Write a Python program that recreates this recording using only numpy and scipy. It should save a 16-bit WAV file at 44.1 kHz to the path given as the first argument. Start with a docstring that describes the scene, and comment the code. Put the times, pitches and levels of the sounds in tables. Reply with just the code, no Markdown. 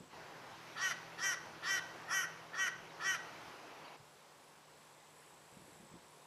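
"""A crow caws six times from a tree. Its voice box sends out quick pulses that ring in throat and beak;
each caw starts hoarse, clears at the top of its pitch and breaks up again.
Wind, a far engine and a small bird's chips lie behind it. Near four seconds the sound cuts to a
quieter scene, with insects buzzing in the leaves and a few soft bumps on the microphone.
A faint hum runs throughout."""
import sys
import numpy as np
from scipy import signal
from scipy.fft import rfft, irfft, next_fast_len
from scipy.io import wavfile
from scipy.ndimage import uniform_filter1d, map_coordinates

SR = 44100
rng = np.random.default_rng(int(sys.argv[2]) if len(sys.argv) > 2 else 0)


def pcm_store(signal):
    """Save signal as 16-bit PCM."""
    levels = np.round(np.clip(np.atleast_2d(signal), -1, 1) * 32767)
    wavfile.write(sys.argv[1], SR, levels.astype(np.int16).T)


N = 276066


def amp(db):
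    """Turn decibels into a number to multiply by."""
    return 10 ** (np.asarray(db) / 20)


def unit(x):
    """Scale x to an average strength (rms) of 1."""
    return x / np.sqrt(np.mean(x ** 2) + 1e-20)


def clock():
    """The time of every sample, in seconds."""
    return np.arange(N) / SR


def along(points, hz):
    """Read between (frequency, value) points, spaced by octaves."""
    freqs, values = np.transpose(points)
    return np.interp(np.log(hz + 1), np.log(freqs + 1), values)


def fader(points):
    """A gain for every sample, gliding between (time, decibels) points."""
    return amp(np.interp(clock(), *np.transpose(points)))


def swell(t, at, half_s):
    """A smooth hump of height 1 around a moment."""
    return np.exp(-((t - at) / half_s) ** 2)


def wobble(rate):
    """A smooth curve through `rate` random values a second."""
    return map_coordinates(rng.standard_normal(4096), [clock() * rate], mode="wrap")


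def filtered(x, response):
    """Turn each frequency in x up or down by response(hz)."""
    size = next_fast_len(N + SR // 4)
    return irfft(rfft(x, size) * response(np.fft.rfftfreq(size, 1 / SR)), size)[:N]


def resonate(x, hz, width_hz):
    """Let x ring in a band around hz, which may move."""
    turn = np.exp(2j * np.pi * np.cumsum(hz + np.zeros(len(x))) / SR)
    pole = np.exp(-np.pi * abs(width_hz) / SR)
    return (turn * signal.lfilter([(1 - pole) ** 2], [1, -2 * pole, pole ** 2], x / turn)).real


def rush(spectrum, patchy_db):
    """Shaped noise of strength 1, with random louder and softer patches."""
    bands = signal.stft(rng.standard_normal(N), nperseg=512)[2]
    patches = uniform_filter1d(rng.standard_normal(bands.shape), size=6, axis=0)
    patches = uniform_filter1d(patches, size=16, axis=1)
    noise = signal.istft(bands * amp(patchy_db * unit(patches)), nperseg=512)[1][:N]
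    return unit(filtered(noise, lambda hz: amp(along(spectrum, hz))))


def hush():
    """The soft background noise of the quieter scene."""
    # tone of the hush: frequency_hz, relative_db
    spectrum = [(24, -57), (40, -18), (119, -7.5), (142, -5), (244, -6), (568, -0.5), (627, -5),
                (676, -3.5), (1060, -0.5), (1200, -5.5), (1460, -7), (1920, -9), (6140, -16), (7870, -18.5),
                (15000, -28.5)]
    return amp(-61.5) * rush(spectrum, patchy_db=0.8)


def insects():
    """One insect scrapes its wings about 51 times a second; another hisses higher, in short phrases."""
    # loudness of the scraping insect: time_s, level_db
    buzz_levels = [(0, -73.5), (4.6, -78), (4.9, -73), (5.9, -70.5), (6.26, -75)]
    # phrases of the hissing insect: middle_s, level_db
    lisps = [(4.126, -77), (4.46, -76), (4.85, -75.5), (5.215, -72.5), (5.52, -76), (5.73, -73),
             (6.16, -74)]
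    t = clock()
    strokes = np.cumsum(51.1 + 0.15 * wobble(6.5)) / SR
    scrape = rng.standard_normal(N) * (0.29 + np.exp(-(strokes % 1) / 0.12))
    buzz = fader(buzz_levels) * unit(resonate(scrape, 7790, 850))
    phrases = sum(amp(db) * swell(t, middle, half_s=0.14) for middle, db in lisps)
    hiss = rng.standard_normal(N)
    return buzz + phrases * unit(resonate(hiss, 9700, 700) + .6 * resonate(hiss, 11250, 1000))


def hum(tones, drift_rad, waver_db):
    """Low engine tones that drift in timing and strength."""
    out = np.zeros(N)
    for hz, db in tones:
        strength = np.sqrt(2) * amp(db + waver_db * wobble(3.69))
        out += strength * np.sin(2 * np.pi * hz * clock() + drift_rad * wobble(3.14))
    return out


def far_hum():
    """A faint, wavering hum from far away."""
    # its single tone: pitch_hz, level_db
    tones = [(150.7, -76.5)]
    return hum(tones, drift_rad=.5, waver_db=2)


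def bumps():
    """Soft knocks on the microphone: a low thud and a faint tick, trailing off in a dull rustle."""
    # the firmer knocks: start_s, relative_db, pitch_hz
    knocks = [(.003, -49.5, 187), (4.0, -58, 118), (5.525, -61, 134), (5.569, -52, 194), (5.68, -57, 304),
              (5.799, -54, 183), (5.94, -52, 183)]
    # five light touches fall at random between 5.58 and 6 seconds
    touches = [(5.58 + .42 * when, -57.5 + 4 * (force - .5), 148 * 2 ** (tone - .5))
               for when, force, tone in rng.random(size=(5, 3))]
    out, t = np.zeros(N + SR), np.arange(SR // 3) / SR
    onset = 1 - np.exp(-t / 0.00078)
    for start, db, hz in list(knocks) + touches:
        noise = rng.standard_normal(len(t))
        thud = np.sin(2 * np.pi * hz * t) * amp(-60 * t / 0.061)
        rustle = amp(-13.5) * unit(resonate(noise, hz, 480)) * amp(-60 * t / 0.39)
        tick = amp(-29) * noise * amp(-60 * t / .008)
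        out[int(start * SR):][:len(t)] += amp(db + 5) * (thud + rustle + tick) * onset
    return out[:N]


def engine():
    """A far engine idles, humming at multiples of its firing rate, then fades."""
    # its tones: firing_multiple, relative_db
    harmonics = [(2, -89.5), (3, -79), (4, -74.5), (8, -79.5)]
    # its swell and fade: time_s, gain_db
    levels = [(0, -4), (.6, 6.5), (3.25, 5.5), (3.7, -7)]
    firing_hz = 41
    tones = [(multiple * firing_hz, db) for multiple, db in harmonics]
    return hum(tones, drift_rad=.4, waver_db=1.5) * fader(levels)


def wind():
    """Moving air makes a broad rush and a low rumble that rise and fall together."""
    # strength of the wind: time_s, relative_db
    gusts = [(0.15, -58), (0.34, -58.5), (0.71, -56.5), (1.56, -58), (1.8, -56), (2.7, -59.5), (3.45, -56),
             (3.78, -58.5), (3.9, -59)]
    # tone of the rush: frequency_hz, relative_db
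    rush_tone = [(120, -35), (200, -12), (332, 0), (412, -1), (929, 1.5), (1310, -2), (2800, -8),
                 (3540, -13), (4470, -13), (6080, -16.5), (8570, -26), (11600, -25.5), (15000, -35)]
    # tone of the rumble: frequency_hz, relative_db
    rumble_tone = [(25, -3.5), (55, -19), (100, -3.5), (190, -5), (260, -3), (500, -68)]
    air = amp(4) * rush(rush_tone, patchy_db=1.3) + amp(-10.5) * rush(rumble_tone, patchy_db=2.5)
    return fader(gusts) * air


def below_top(t, length, sag):
    """How many Hz a caw is under its top pitch: a quick rise, a sag, then a drop as effort gives out."""
    rise_s, rise_hz, drop_hz = 0.074, 97.66, 104.3
    rise = rise_hz * np.cos(np.pi / 2 * np.clip(t / rise_s, 0, 1)) ** 2
    after = np.maximum(t - rise_s, 0)
    return rise + sag * after + drop_hz * (after / (length - rise_s)) ** 4.2


def voice_box(pitch, rough, rasp, jitter, scatter_db):
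    """One sharp pulse and a puff of noise per cycle; rough makes pulses uneven, rasp swells the puffs."""
    n = len(pitch)
    cycles = np.cumsum(pitch) / SR
    at = np.interp(np.arange(1, int(cycles[-1])), cycles, np.arange(n))  # pulse positions in samples
    chance = rng.standard_normal((256, 2))[:len(at)]
    loose = rough[at.astype(int)]
    at = at + jitter * loose * chance[:, 0] * SR / pitch[at.astype(int)]
    # spread each pulse over nearby samples, so it can fall between two
    nearby = at.astype(int)[:, None] + np.arange(-8, 9)
    offset = nearby - at[:, None]
    shape = np.sinc(offset) * np.cos(np.pi * offset / 18) ** 2
    sizes = amp(scatter_db * loose * chance[:, 1])
    pulses = np.bincount(np.clip(nearby, 0, n - 1).ravel(), (shape * sizes[:, None]).ravel(), n)
    breath = signal.lfilter(*signal.butter(3, 2800, fs=SR), rng.standard_normal(SR))[:n]
    puffs = breath * np.exp(-3 * (cycles % 1))
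    return unit(pulses) + rasp * unit(puffs)


def throat(source, bands, closing):
    """The voice rings in bands that shift as throat and beak close; the result is held at strength 1."""
    ring = sum(amp(db) * resonate(source, hz * (1 - shift * closing), width)
               for hz, width, db, shift in bands)
    window = np.hanning(SR // 50)
    power = signal.fftconvolve(ring ** 2, window / window.sum(), "same")
    return ring / np.sqrt(np.abs(power) + 1e-12)


def crow():
    """Effort lifts the pitch and steadies the voice; throat and beak open late, so the ringing glides."""
    # the caws: start_s, length_s, top_hz, sag_hz_per_s, beak_lag_s, hoarseness, bright_tuning_ratio,
    # relative_db, then on top of that: first_croak_db, dip_db, last_croak_db, nasal_db, bright_db, top_db
    caws = [(.753, 0.19, 382.7, 174, 0.051, 0.64, 1.01, -36, -2.5, -11, 7, -17, -9, -22),
            (1.171, 0.19, 393.3, 210, 0.035, 0.37, 0.994, -37, -1.5, -2.5, 6, -19.5, -3.5, -18.5),
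            (1.617, 0.19, 389.3, 21.6, 0.047, 1.1, 0.96, -36, 0.5, -4, 2.5, -16.5, -7.5, -21),
            (2.07, 0.2, 387.3, 190, 0.035, 0.63, 1.01, -36.5, 4.5, -3, 4.5, -34, -6.5, -16.5),
            (2.524, .183, 386, 184, 0.043, .25, 1.017, -35.5, -4, -4.5, 8, -23.5, -10.5, -24.5),
            (2.99, 0.19, 387.1, 166, 0.051, 0.64, 1.004, -35, -2, -6.5, 4.5, -22, -9, -22.5)]
    # five rings of throat and beak: open_beak_hz, width_hz, relative_db, share_of_hz_lost_on_closing
    low_ring = [(1573, 345, 9, 0.14), (1923, 272, 10.5, 0.072), (2204, 480, -4.5, 0.0099),
                (804, 300, -10.5, 0.016)]
    middle_ring = [(3054, 116, 14, -0.092), (2740, 63, 5, 0.113)]
    nasal_ring = [(4170, 1400, -1.1, 0.13), (5080, 330, 1, 0.112)]
    bright_ring = [(5960, 850, 0, .09), (8350, 480, -12, .12)]  # retuned a little for each caw
    top_ring = [(11600, 1150, 0, .11), (9900, 500, -10, .07), (13300, 600, -9, .06)]
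    # how each ring's level changes, low to top: slack_voice_db, closed_beak_db, share_of_last_croak
    responses = [(-8, -5, 0.54), (-12, -5, 0.13), (-4.5, 5, 0.37), (-22, -2.5, 1), (-7, -9.5, 0.95)]
    slack_hz = 98.4  # this far under the top pitch, the voice is slack and the beak closed
    attack_s, release_s = 0.018, .013
    out = np.zeros(N)
    waver = 1 + .004 * wobble(85)
    for (start, length, top_hz, sag, lag, hoarse, tuning,
         db, first_db, dip_db, last_db, nasal_db, bright_db, top_db) in caws:
        t = np.arange(int(length * SR)) / SR
        span = slice(int(start * SR), int(start * SR) + len(t))
        under_hz = below_top(t, length, sag)
        pitch = (top_hz - under_hz) * waver[span]
        slack = under_hz / slack_hz
        # the throat narrows late, while the beak shuts as soon as the effort falls
        narrow = np.clip(below_top(t - lag, length, sag) / slack_hz, 0, 1)
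        closing = np.clip(slack, narrow, 1)
        # as the pitch falls, the clear voice turns hoarse, then uneven, then dull
        rasp = .2 + hoarse * np.interp(pitch, [340, 360, 376], [.7, .28, 0])
        rough = .06 + hoarse * np.interp(pitch, [300, 328, 355], [.9, .28, 0])
        dull_db = np.interp(pitch, [288, 312], [-11, 0])
        source = voice_box(pitch, rough, rasp, jitter=.055, scatter_db=2)
        # the voice breaks going up and coming down; the low ring falters just before the last croak
        first_croak = first_db * swell(t, 0.048, half_s=0.014)
        dip = dip_db * swell(t, length - 0.049, half_s=.012)
        last_croak = last_db * swell(t, length - 0.028, half_s=0.014)
        tuned_bright = [(tuning * hz, *rest) for hz, *rest in bright_ring]
        rings = [(low_ring, dip, narrow),
                 (middle_ring, -11 + dull_db / 2, narrow),
                 (nasal_ring, nasal_db + dull_db, closing),
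                 (tuned_bright, bright_db + dull_db, closing),
                 (top_ring, top_db + dull_db, closing)]
        voice = np.zeros(len(t))
        for (bands, ring_db, shape), (slack_db, closed_db, share) in zip(rings, responses):
            gain = amp(ring_db + slack_db * slack + closed_db * closing + share * last_croak)
            voice += gain * throat(source, bands, shape)
        fade = np.minimum(t / attack_s, 1) * np.minimum((length - t) / release_s, 1)
        out[span] = amp(db + first_croak) * voice * fade
    # the small throat gives off no bass, and the air takes the highest treble
    return filtered(out, lambda hz: hz ** 4 / (hz ** 4 + 480 ** 4) / (1 + (hz / 14000) ** 16))


def tree_echoes(call, early_db, late_db):
    """Ground and branches scatter the call at once; trees further off return a faint, long tail."""
    # how long the tail lasts: frequency_hz, time_to_fall_60_db_s
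    decays = [(300, 0.96), (1800, 0.67), (6000, 0.57), (12000, 0.11)]
    t = np.arange(SR // 8) / SR
    scatter = rng.standard_normal(len(t)) * amp(-60 * t / 0.041)
    near = signal.fftconvolve(call, scatter / np.linalg.norm(scatter))[:N]
    near = filtered(near, lambda hz: 1 / (1 + (hz / 10000) ** 2))
    hz, t, bands = signal.stft(rng.standard_normal(SR), SR, nperseg=256)
    fade = amp(-60 * t / along(decays, hz)[:, None]) * (1 - np.exp(-t / 0.0017))
    tail = signal.istft(bands * fade, SR, nperseg=256)[1]
    far = signal.fftconvolve(call, tail / np.linalg.norm(tail))[:N]
    return amp(early_db) * near + amp(late_db) * far


def small_bird(level_db):
    """A far bird gives brief, thin, quivering chips."""
    # the chips: middle_s, pitch_hz
    chips = [(2.902, 3850), (3.852, 2900), (3.858, 4600), (3.883, 3950)]
    t = clock()
    quiver = 1.3 * wobble(400)
    return amp(level_db) * sum(swell(t, middle, half_s=.01) * np.sin(2 * np.pi * hz * t + quiver)
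                               for middle, hz in chips)


def scene():
    """The crow over wind and engine, then a cut to a quieter insect scene, also heard briefly at first."""
    wind_from_s, cut_s = .11, 3.965
    fade_times = [wind_from_s - .035, wind_from_s + .035, cut_s - .008, cut_s + .008]
    windy = np.interp(clock(), fade_times, [0, 1, 1, 0])
    caws = crow()
    voice = amp(1.5) * caws + tree_echoes(caws, early_db=-5, late_db=-11.5)
    distant = far_hum() + small_bird(level_db=-61)
    background = windy * (engine() + wind()) + (1 - windy) * (hush() + insects())
    return (voice + distant + background + bumps())[None]


def record(dry):
    """The camera's microphone thins the deep bass and loses the very highest treble."""
    bass_hz, top_hz = 35, 15200
    return filtered(dry[0], lambda hz: (hz < top_hz) * hz ** 2 / (hz ** 2 + bass_hz ** 2))[None]


dry = scene()
out = record(dry)
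pcm_store(out)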